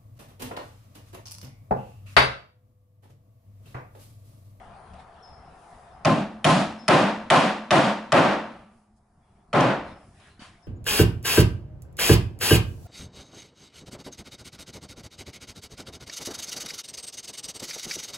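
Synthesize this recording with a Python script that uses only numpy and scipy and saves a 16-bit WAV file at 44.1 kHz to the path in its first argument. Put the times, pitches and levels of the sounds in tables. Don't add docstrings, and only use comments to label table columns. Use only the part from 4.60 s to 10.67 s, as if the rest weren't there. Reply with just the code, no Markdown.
import sys
import numpy as np
from scipy import signal
from scipy.fft import irfft
from scipy.io import wavfile
from scipy.ndimage import uniform_filter1d

SR = 44100
rng = np.random.default_rng(int(sys.argv[2]) if len(sys.argv) > 2 else 0)


def waveform_to_disk(signal):
    frames = np.transpose(np.atleast_2d(signal))
    scaled = np.clip(frames, -1, 1) * 32767
    samples = np.round(scaled).astype(np.int16)
    wavfile.write(sys.argv[1], SR, samples)


def nominal_scale(level):
    x = np.asarray(level, float) / 20
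    return 10 ** x


N = 267687

# start in seconds, strength in dB, hardness in dB per octave, bench boom in dB,
# swell in dB as the loose panel answers late.
BLOWS = [
    (1.4484, -1, 3, 22, 11.5),
    (1.8434, 4, 5.5, 27, 18),
    (2.28, 8, 2.5, 10.5, 22.5),
    (2.7013, 5.5, 3, 9, 15),
    (3.107, 6, 3, 11.5, 21.5),
    (3.5201, 10, 1, 5, 24),
    (4.9297, 7, 0, 3, 37.5),
    (5.7936, -45, 8, 7, 12.5),
]
# start in seconds, strength in dB, hardness in dB per octave, boom in dB.
CLICKS = [
    (0.334, -66, 4.5, -12),
    (0.393, -69, 5.5, -20),
    (5.004, -28.5, 5.5, 27),
    (5.598, -66.5, 3, -2),
    (5.671, -67, 4.5, -6),
    (5.826, -59.5, 2.5, -28),
]
# frequency in Hz, level in dB per Hz.
KNOCK_COLOUR = [(30, -37), (70, -19), (105, -12), (146, -6), (310, -2.5), (450, -10), (570, -3.5),
                (930, -9.5), (1300, -12), (2070, -20.5), (2600, -22), (5300, -38.5), (11000, -51),
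                (14000, -68.5)]
# frequency in Hz, level in dB, T60 in seconds.
BENCH_MODES = [(135.54, -22, 0.24), (166.4, -25, 0.2), (206.4, -30, 0.4), (281.5, -32, 0.33),
               (373.6, -31, 0.35)]
# frequency in Hz, level in dB, T60 in seconds.
PANEL_MODES = [(544, -35, 0.37), (604, -16.5, 0.1), (702, -27.5, 0.28), (754, -29, 0.36),
               (897, -30.5, 0.24), (923.1, -35.5, 0.52), (1047, -11.5, 0.21), (1284, -28.5, 0.47),
               (1210, -36.5, 0.44), (1300, -52, 0.63), (1564, -28, 0.5), (1910, -47.5, 0.11),
               (2090, -27.5, 0.12), (2680, -26.5, 0.41)]
# frequency in Hz, level in dB, T60 in seconds.
FRAME_MODES = [(213.4, -52, 1.4), (222, -54, 0.7), (1140, -53, 0.9), (1175, -47, 1.1)]
# frequency in Hz, T60 in seconds.
SHOP_T60 = [(80, 0.24), (220, 0.26), (600, 0.3), (1800, 0.32), (4800, 0.34), (10000, 0.29)]
# frequency in Hz, likeness from 0 to 1.
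SHOP_LIKENESS = [(60, 1), (170, 0.97), (500, 0.85), (1420, 0.79), (4090, 0.44), (11800, 0.89)]
# frequency in Hz, rise in seconds.
ROOM_FILL = [(100, .08), (300, .05), (700, .014), (3000, .012), (10000, .025)]
# start in seconds, level in dB.
LAID = [
    (5.794, -38.5),
    (5.82, -37),
]
# frequency in Hz, level in dB, T60 in seconds.
LAID_MODES = [(218, 1, 0.034), (1520, -19, .12), (2980, -16, .15), (4530, -14.5, 0.23)]
# time in seconds, frequency in Hz, level in dB.
SQUEAK = [(.14, 8050, -80), (.17, 8900, -76), (.195, 9450, -76), (.23, 9650, -74), (.28, 9500, -75),
          (.32, 9100, -77), (.355, 8950, -77), (.372, 9050, -77), (.387, 8600, -80)]
# start in seconds, level in dB, first Hz, last Hz, pan in dB to the left.
CHIPS = [(.565, -80, 5600, 5500, 13), (.55, -75, 3600, 3490, 17), (.622, -52, 5600, 5150, 8),
         (1.315, -77, 5400, 5060, 23), (2.183, -51.5, 5550, 5160, 8), (4.62, -80, 3470, 3370, 8.5),
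         (5.3, -69, 5600, 5160, 15), (6.02, -68, 5670, 5150, 23)]
# middle in seconds, length in seconds, hand scuff in dB, cloth rustle in dB.
MOVES = [(0.027, .15, -74, -74), (0.405, 0.065, -61, -71), (1.113, 0.54, -87, -68.5), (3.957, .3, -85, -76),
         (5.29, 0.13, -55, -69.5), (4.174, 0.23, -94.5, -77), (4.376, 0.046, -90, -76.5),
         (4.73, 0.28, -75.5, -84.5), (5.5, 0.49, -77.5, -71), (5.65, 0.26, -60, -68),
         (5.879, 0.57, -64.5, -76.5)]
# frequency in Hz, level in dB per Hz.
RUMBLE_COLOUR = [(12, -41), (20, -5), (37, -7), (59, 12), (119, -6), (173, -0.5), (285, -13.5), (400, -12),
                 (520, -31), (880, -120)]
# frequency in Hz, level in dB per Hz.
ROAD_COLOUR = [(200, -43.5), (320, -20.5), (400, -8.5), (520, -7.5), (700, -4.5), (790, -3), (860, -2),
               (1120, -6.5), (1270, -6.5), (2300, -26.5), (3000, -43)]
# frequency in Hz, level in dB per Hz.
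SCUFF_COLOUR = [(1200, -13.5), (1800, -0.5), (2500, -7), (3600, -9.5), (4600, -15), (6000, -21.5),
                (8000, -48)]
# frequency in Hz, level in dB per Hz.
CLOTH_COLOUR = [(2940, -26), (5000, -0.5), (5860, -4.5), (6590, -3.5), (7970, -3.5), (9750, -0.5),
                (11200, -4.5), (14600, -54.5), (22000, -120)]
# frequency in Hz, likeness from 0 to 1.
AIR_LIKENESS = [(60, 1), (170, 1), (500, 0.84), (1420, 0.56), (4090, 0.36), (11800, 0.55)]
# frequency in Hz, width in Hz, level in dB.
ROAD_LINES = [(105.6, 5.7, 8.5), (685, 12, 9), (735, 43, 9.5)]
# time in seconds, level in dB below
BACKGROUND_FADE = [(0, 0.5), (.85, -2.5), (1.45, -2), (4, -11.5), (4.35, -22.5), (4.9, -15.5), (5.4, -14.5),
                   (5.75, -21), (6.07, -13)]
# level in dB at loudest, share of the background fade it follows.
WASHES = [
    (-53.5, 0.58),
    (-49.5, 1.0),
    (-63, 1.1),
    (-75.5, 0.38),
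]
# middle in seconds, length in seconds, level in dB.
LORRY = (5.4, 2, -55.5)

SPOT_DB, BEAT_DB, RING_DB = 5, 2.5, -10
FRAME_DB_PER_SWELL = 0.83
BOOM_HZ, HOLLOW_HZ = 333.8, 742
HOLLOW_SHARE = .3
CRACK_DB, CRACK_T60, CRACK_TILT_DB = -20.5, 0.0084, 5
CRACK_HZ, CRACK_FOCUS_DB = 1800, 2.2
TICK_DB, SEAT_S = -6, .0016
BOUNCE_S, BOUNCE_DB = .0045, 7
BUILD_S, SWELL_S = .006, .05
SNAP_PER_DB, FULL_BLOW_DB = .8, 6
CLICK_SWELL_DB, CLICK_SNAP_DB = -4, 12
LEFT_DB, TRAFFIC_LEFT_DB = 0.3, 3
ALIKE = 0.78
LUMPY_DB = 0.5
LATE_DB, LATE_T60 = -8.5, 0.99
CHIP_DIRECT_DB, CHIP_FLUTTER = -2, .008
LIMIT_DB, SQUEEZE, RELEASE_DB_PER_S = -18.5, 0.68, 156.5


def evened(x):
    return x / np.sqrt(np.mean(x ** 2) + 1e-20)


def read(points, hz):
    f, value = np.transpose(points)
    return np.interp(np.log(hz + 1), np.log(f + 1), value)


def add(mix, s, sound):
    part = mix[:, round(s * SR):][:, :sound.shape[1]]
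    part += sound[:, :part.shape[1]]


def pair(likeness, hz, frames):
    a, b, c, d = rng.standard_normal((frames, len(hz), 4)).T
    share = np.clip(read(likeness, hz), 0, 1)[:, None]
    left = a + 1j * b
    right = share * left + np.sqrt(1 - share ** 2) * (c + 1j * d)
    return np.array([left, right])


def causal(db):
    log_gain = np.log(nominal_scale(np.maximum(db, -100)))
    full = np.concatenate([log_gain, log_gain[-2:0:-1]])
    return irfft(np.exp(np.conj(signal.hilbert(full))[:len(db)]))


def knock(row, common, modes, snap_db):
    s, db, hard_db, boom_db, swell_db = row
    hz = np.fft.rfftfreq(4096, 1 / SR)
    octaves = np.log2((hz + 30) / 1000)
    colour_db = read(KNOCK_COLOUR, hz) + hard_db * octaves
    hollow_db = HOLLOW_SHARE * boom_db * np.exp(-(np.log2((hz + 30) / HOLLOW_HZ) / .5) ** 2)
    body = causal(colour_db + hollow_db + boom_db / (1 + (hz / BOOM_HZ) ** 4))

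    t = np.arange(common.shape[1]) / SR
    own = echoes(len(t), 0.99)
    wake_db = SPOT_DB * rng.standard_normal(len(modes))
    wake_db[-len(FRAME_MODES):] = FRAME_DB_PER_SWELL * (23.5 - max(swell_db, 15))
    struck = nominal_scale(wake_db) @ modes
    tail = common + np.sqrt(1 - ALIKE ** 2) * own + struck
    tail *= 1 - np.exp(-(t / BUILD_S) ** 2)
    tail *= nominal_scale(-swell_db * np.exp(-t / SWELL_S))
    sound = signal.fftconvolve(tail, body[None] / np.linalg.norm(body), axes=1)[:, :len(t)]

    chatter = rng.standard_normal(900) * nominal_scale(-60 * t[:900] / CRACK_T60)
    chatter = nominal_scale(TICK_DB) * chatter + np.roll(chatter, round(SEAT_S * SR))
    focus_db = CRACK_FOCUS_DB * np.log2((hz + 30) / CRACK_HZ) ** 2
    crack = np.convolve(chatter, causal(colour_db + CRACK_TILT_DB * octaves - focus_db))
    crack /= np.linalg.norm(crack)
    crack = nominal_scale(CRACK_DB + snap_db - 0.65 * swell_db) * crack * np.ones((2, 1))
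    add(sound, 0, crack)

    bounce = signal.lfilter([1, -.85], 1, crack)
    bounce[1] = np.roll(bounce[1], 3)
    add(sound, BOUNCE_S, nominal_scale(BOUNCE_DB) * bounce * nominal_scale([[1.5], [-1.5]]))
    return s, nominal_scale(db) * np.sqrt(.08 * SR) * sound * nominal_scale([[LEFT_DB / 2], [-LEFT_DB / 2]])


def ringing(length):
    t = np.arange(length) / SR
    hz, db, t60 = np.transpose(BENCH_MODES + PANEL_MODES + FRAME_MODES)[:, :, None]
    steps = rng.standard_normal((2, len(hz), length // 1400 + 2))
    smooth = [[np.interp(t * SR / 1400, np.arange(len(r)), r) for r in rows] for rows in steps]
    beat, drift = np.array(smooth)
    modes = nominal_scale(BEAT_DB * beat - 60 * t / t60) * np.sin(2 * np.pi * hz * t + 1.77 * drift)
    modes *= 1 - np.exp(-t / read(ROOM_FILL, hz))
    return nominal_scale(db + RING_DB) * modes / np.linalg.norm(modes, axis=1, keepdims=True)


def echoes(length, stretch):
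    hz, frames = np.fft.rfftfreq(256, 1 / SR), length // 64 + 4
    t = np.arange(frames) * 64 / SR
    fill = 1 - .9 * np.exp(-t / read(ROOM_FILL, hz)[:, None])
    decay = nominal_scale(-60 * t / (stretch * read(SHOP_T60, hz))[:, None])
    z = pair(SHOP_LIKENESS, hz, frames) * fill * decay
    clumps = uniform_filter1d(rng.standard_normal((frames, len(hz))).T, size=24, axis=0)
    z *= nominal_scale(LUMPY_DB * evened(uniform_filter1d(clumps, size=5, axis=1)))
    tail = signal.istft(z, nperseg=256, noverlap=192)[1][:, :length]
    return tail / np.linalg.norm(tail[0])


def laid(row):
    s, level_db = row
    t = np.arange(SR // 4) / SR
    hz, db, t60 = np.transpose(LAID_MODES)[:, :, None]
    drift = np.cumsum(rng.standard_normal((2, len(hz), len(t))), axis=2) * 0.084 * np.sqrt(hz / 4000)
    modes = nominal_scale(db - 60 * t / t60) * np.sin(2 * np.pi * hz * t + drift)
    return s, nominal_scale(level_db) * modes.sum(1)


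def squeak():
    s, hz, db = np.transpose(SQUEAK)
    t = np.arange(s[0], s[-1], 1 / SR)
    waver = evened(uniform_filter1d(rng.standard_normal((len(t), 2)), size=200, axis=0))
    turns = np.cumsum(np.interp(t, s, hz) * (1 + 0.00086 * waver[:, 0])) / SR
    level = nominal_scale(np.interp(t, s, db) + 0.9 * waver[:, 1])
    tone = np.sqrt(2) * np.sin(2 * np.pi * turns) * level
    return s[0], tone * signal.windows.tukey(len(t), .1) * np.ones((2, 1))


def chip(row, tail):
    s, db, first_hz, last_hz, pan_db = row
    t = np.arange(round(0.052 * SR)) / SR
    hz = last_hz + (first_hz - last_hz) * np.exp(-(t / .014) ** 2)
    hz *= 1 + CHIP_FLUTTER * evened(uniform_filter1d(rng.standard_normal(len(t)), size=150))
    note = np.sin(2 * np.pi * np.cumsum(hz) / SR) * signal.windows.tukey(len(t), .5)
    sound = nominal_scale(-3.0) * signal.fftconvolve(note[None], tail, axes=1)
    add(sound, 0, nominal_scale(CHIP_DIRECT_DB) * note * np.ones((2, 1)))
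    return s, nominal_scale(db) * sound * nominal_scale([[pan_db / 2], [-pan_db / 2]])


def arc(t, middle, length):
    return np.cos(np.pi * np.clip((t - middle) / length, -.5, .5)) ** 2


def hands(t):
    middle, length, scuff_db, cloth_db = np.transpose(MOVES)[:, :, None]
    power = arc(t, middle, length)
    return [np.sqrt((nominal_scale(db) ** 2 * power).sum(0)) for db in (scuff_db, cloth_db)]


def lorry(t):
    middle, length, db = LORRY
    return nominal_scale(db) * np.sqrt(arc(t, middle, length))


def air():
    frames, hz = N // 256 + 5, np.fft.rfftfreq(1024, 1 / SR)
    t = np.arange(N) / SR
    fade_db = np.interp(t, *np.transpose(BACKGROUND_FADE))
    near_gains = [lorry(t), 0, *hands(t)]
    lines_db = sum(db / (1 + (2 * (hz - f) / width) ** 2) for f, width, db in ROAD_LINES)
    colours = (RUMBLE_COLOUR, ROAD_COLOUR, SCUFF_COLOUR, CLOTH_COLOUR)
    out = np.zeros((2, N))
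    for colour, (db, share), near, patchy_db in zip(colours, WASHES, near_gains, (2.5, 0.53, 3.5, 0.53)):
        patches = uniform_filter1d(rng.standard_normal((frames, len(hz))).T, size=10, axis=0)
        patches = evened(uniform_filter1d(patches, size=12, axis=1))
        colour_db = (read(colour, hz) + lines_db)[:, None]
        z = pair(AIR_LIKENESS, hz, frames) * nominal_scale(colour_db + patchy_db * patches)
        wash = evened(signal.istft(z, nperseg=1024, noverlap=768)[1][:, :N])
        out += wash * np.hypot(nominal_scale(db + share * fade_db), near)
    lean_db = TRAFFIC_LEFT_DB * nominal_scale(fade_db) / 2
    return out * nominal_scale([lean_db, -lean_db])


def scene():
    mix = air()
    late = signal.lfilter([.2], [1, -.45], echoes(SR, LATE_T60 / .5))
    common = ALIKE * echoes(SR, 0.9) + nominal_scale(LATE_DB) * late
    modes = ringing(SR)
    for row in BLOWS:
        snap_db = SNAP_PER_DB * np.clip(row[1] - FULL_BLOW_DB, -8, 0)
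        add(mix, *knock(row, common, modes, snap_db))
    half = SR // 2
    for row in CLICKS:
        add(mix, *knock((*row, CLICK_SWELL_DB), common[:, :half], modes[:, :half], CLICK_SNAP_DB))
    for row in LAID:
        add(mix, *laid(row))
    add(mix, *squeak())
    yard = echoes(half, 2.47)
    for row in CHIPS:
        add(mix, *chip(row, yard))
    return mix


def roll_off(x):
    return signal.sosfilt(signal.butter(12, 12370, fs=SR, output="sos"), x)


def record(dry):
    power_db = 10 * np.log10(abs(uniform_filter1d((dry ** 2).mean(0), size=160)) + 1e-12)
    fall_db = np.arange(N) * RELEASE_DB_PER_S / SR
    held_db = np.maximum.accumulate(power_db + fall_db) - fall_db
    over_db = np.maximum(held_db - LIMIT_DB, 0)
    limited = dry / nominal_scale(SQUEEZE * uniform_filter1d(over_db, size=60))
    low_pass = signal.firwin(767, 11080, window=("kaiser", 7), fs=SR)
    return roll_off(signal.oaconvolve(limited, low_pass[None], "same"))


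dry = scene()
out = record(dry)
waveform_to_disk(out)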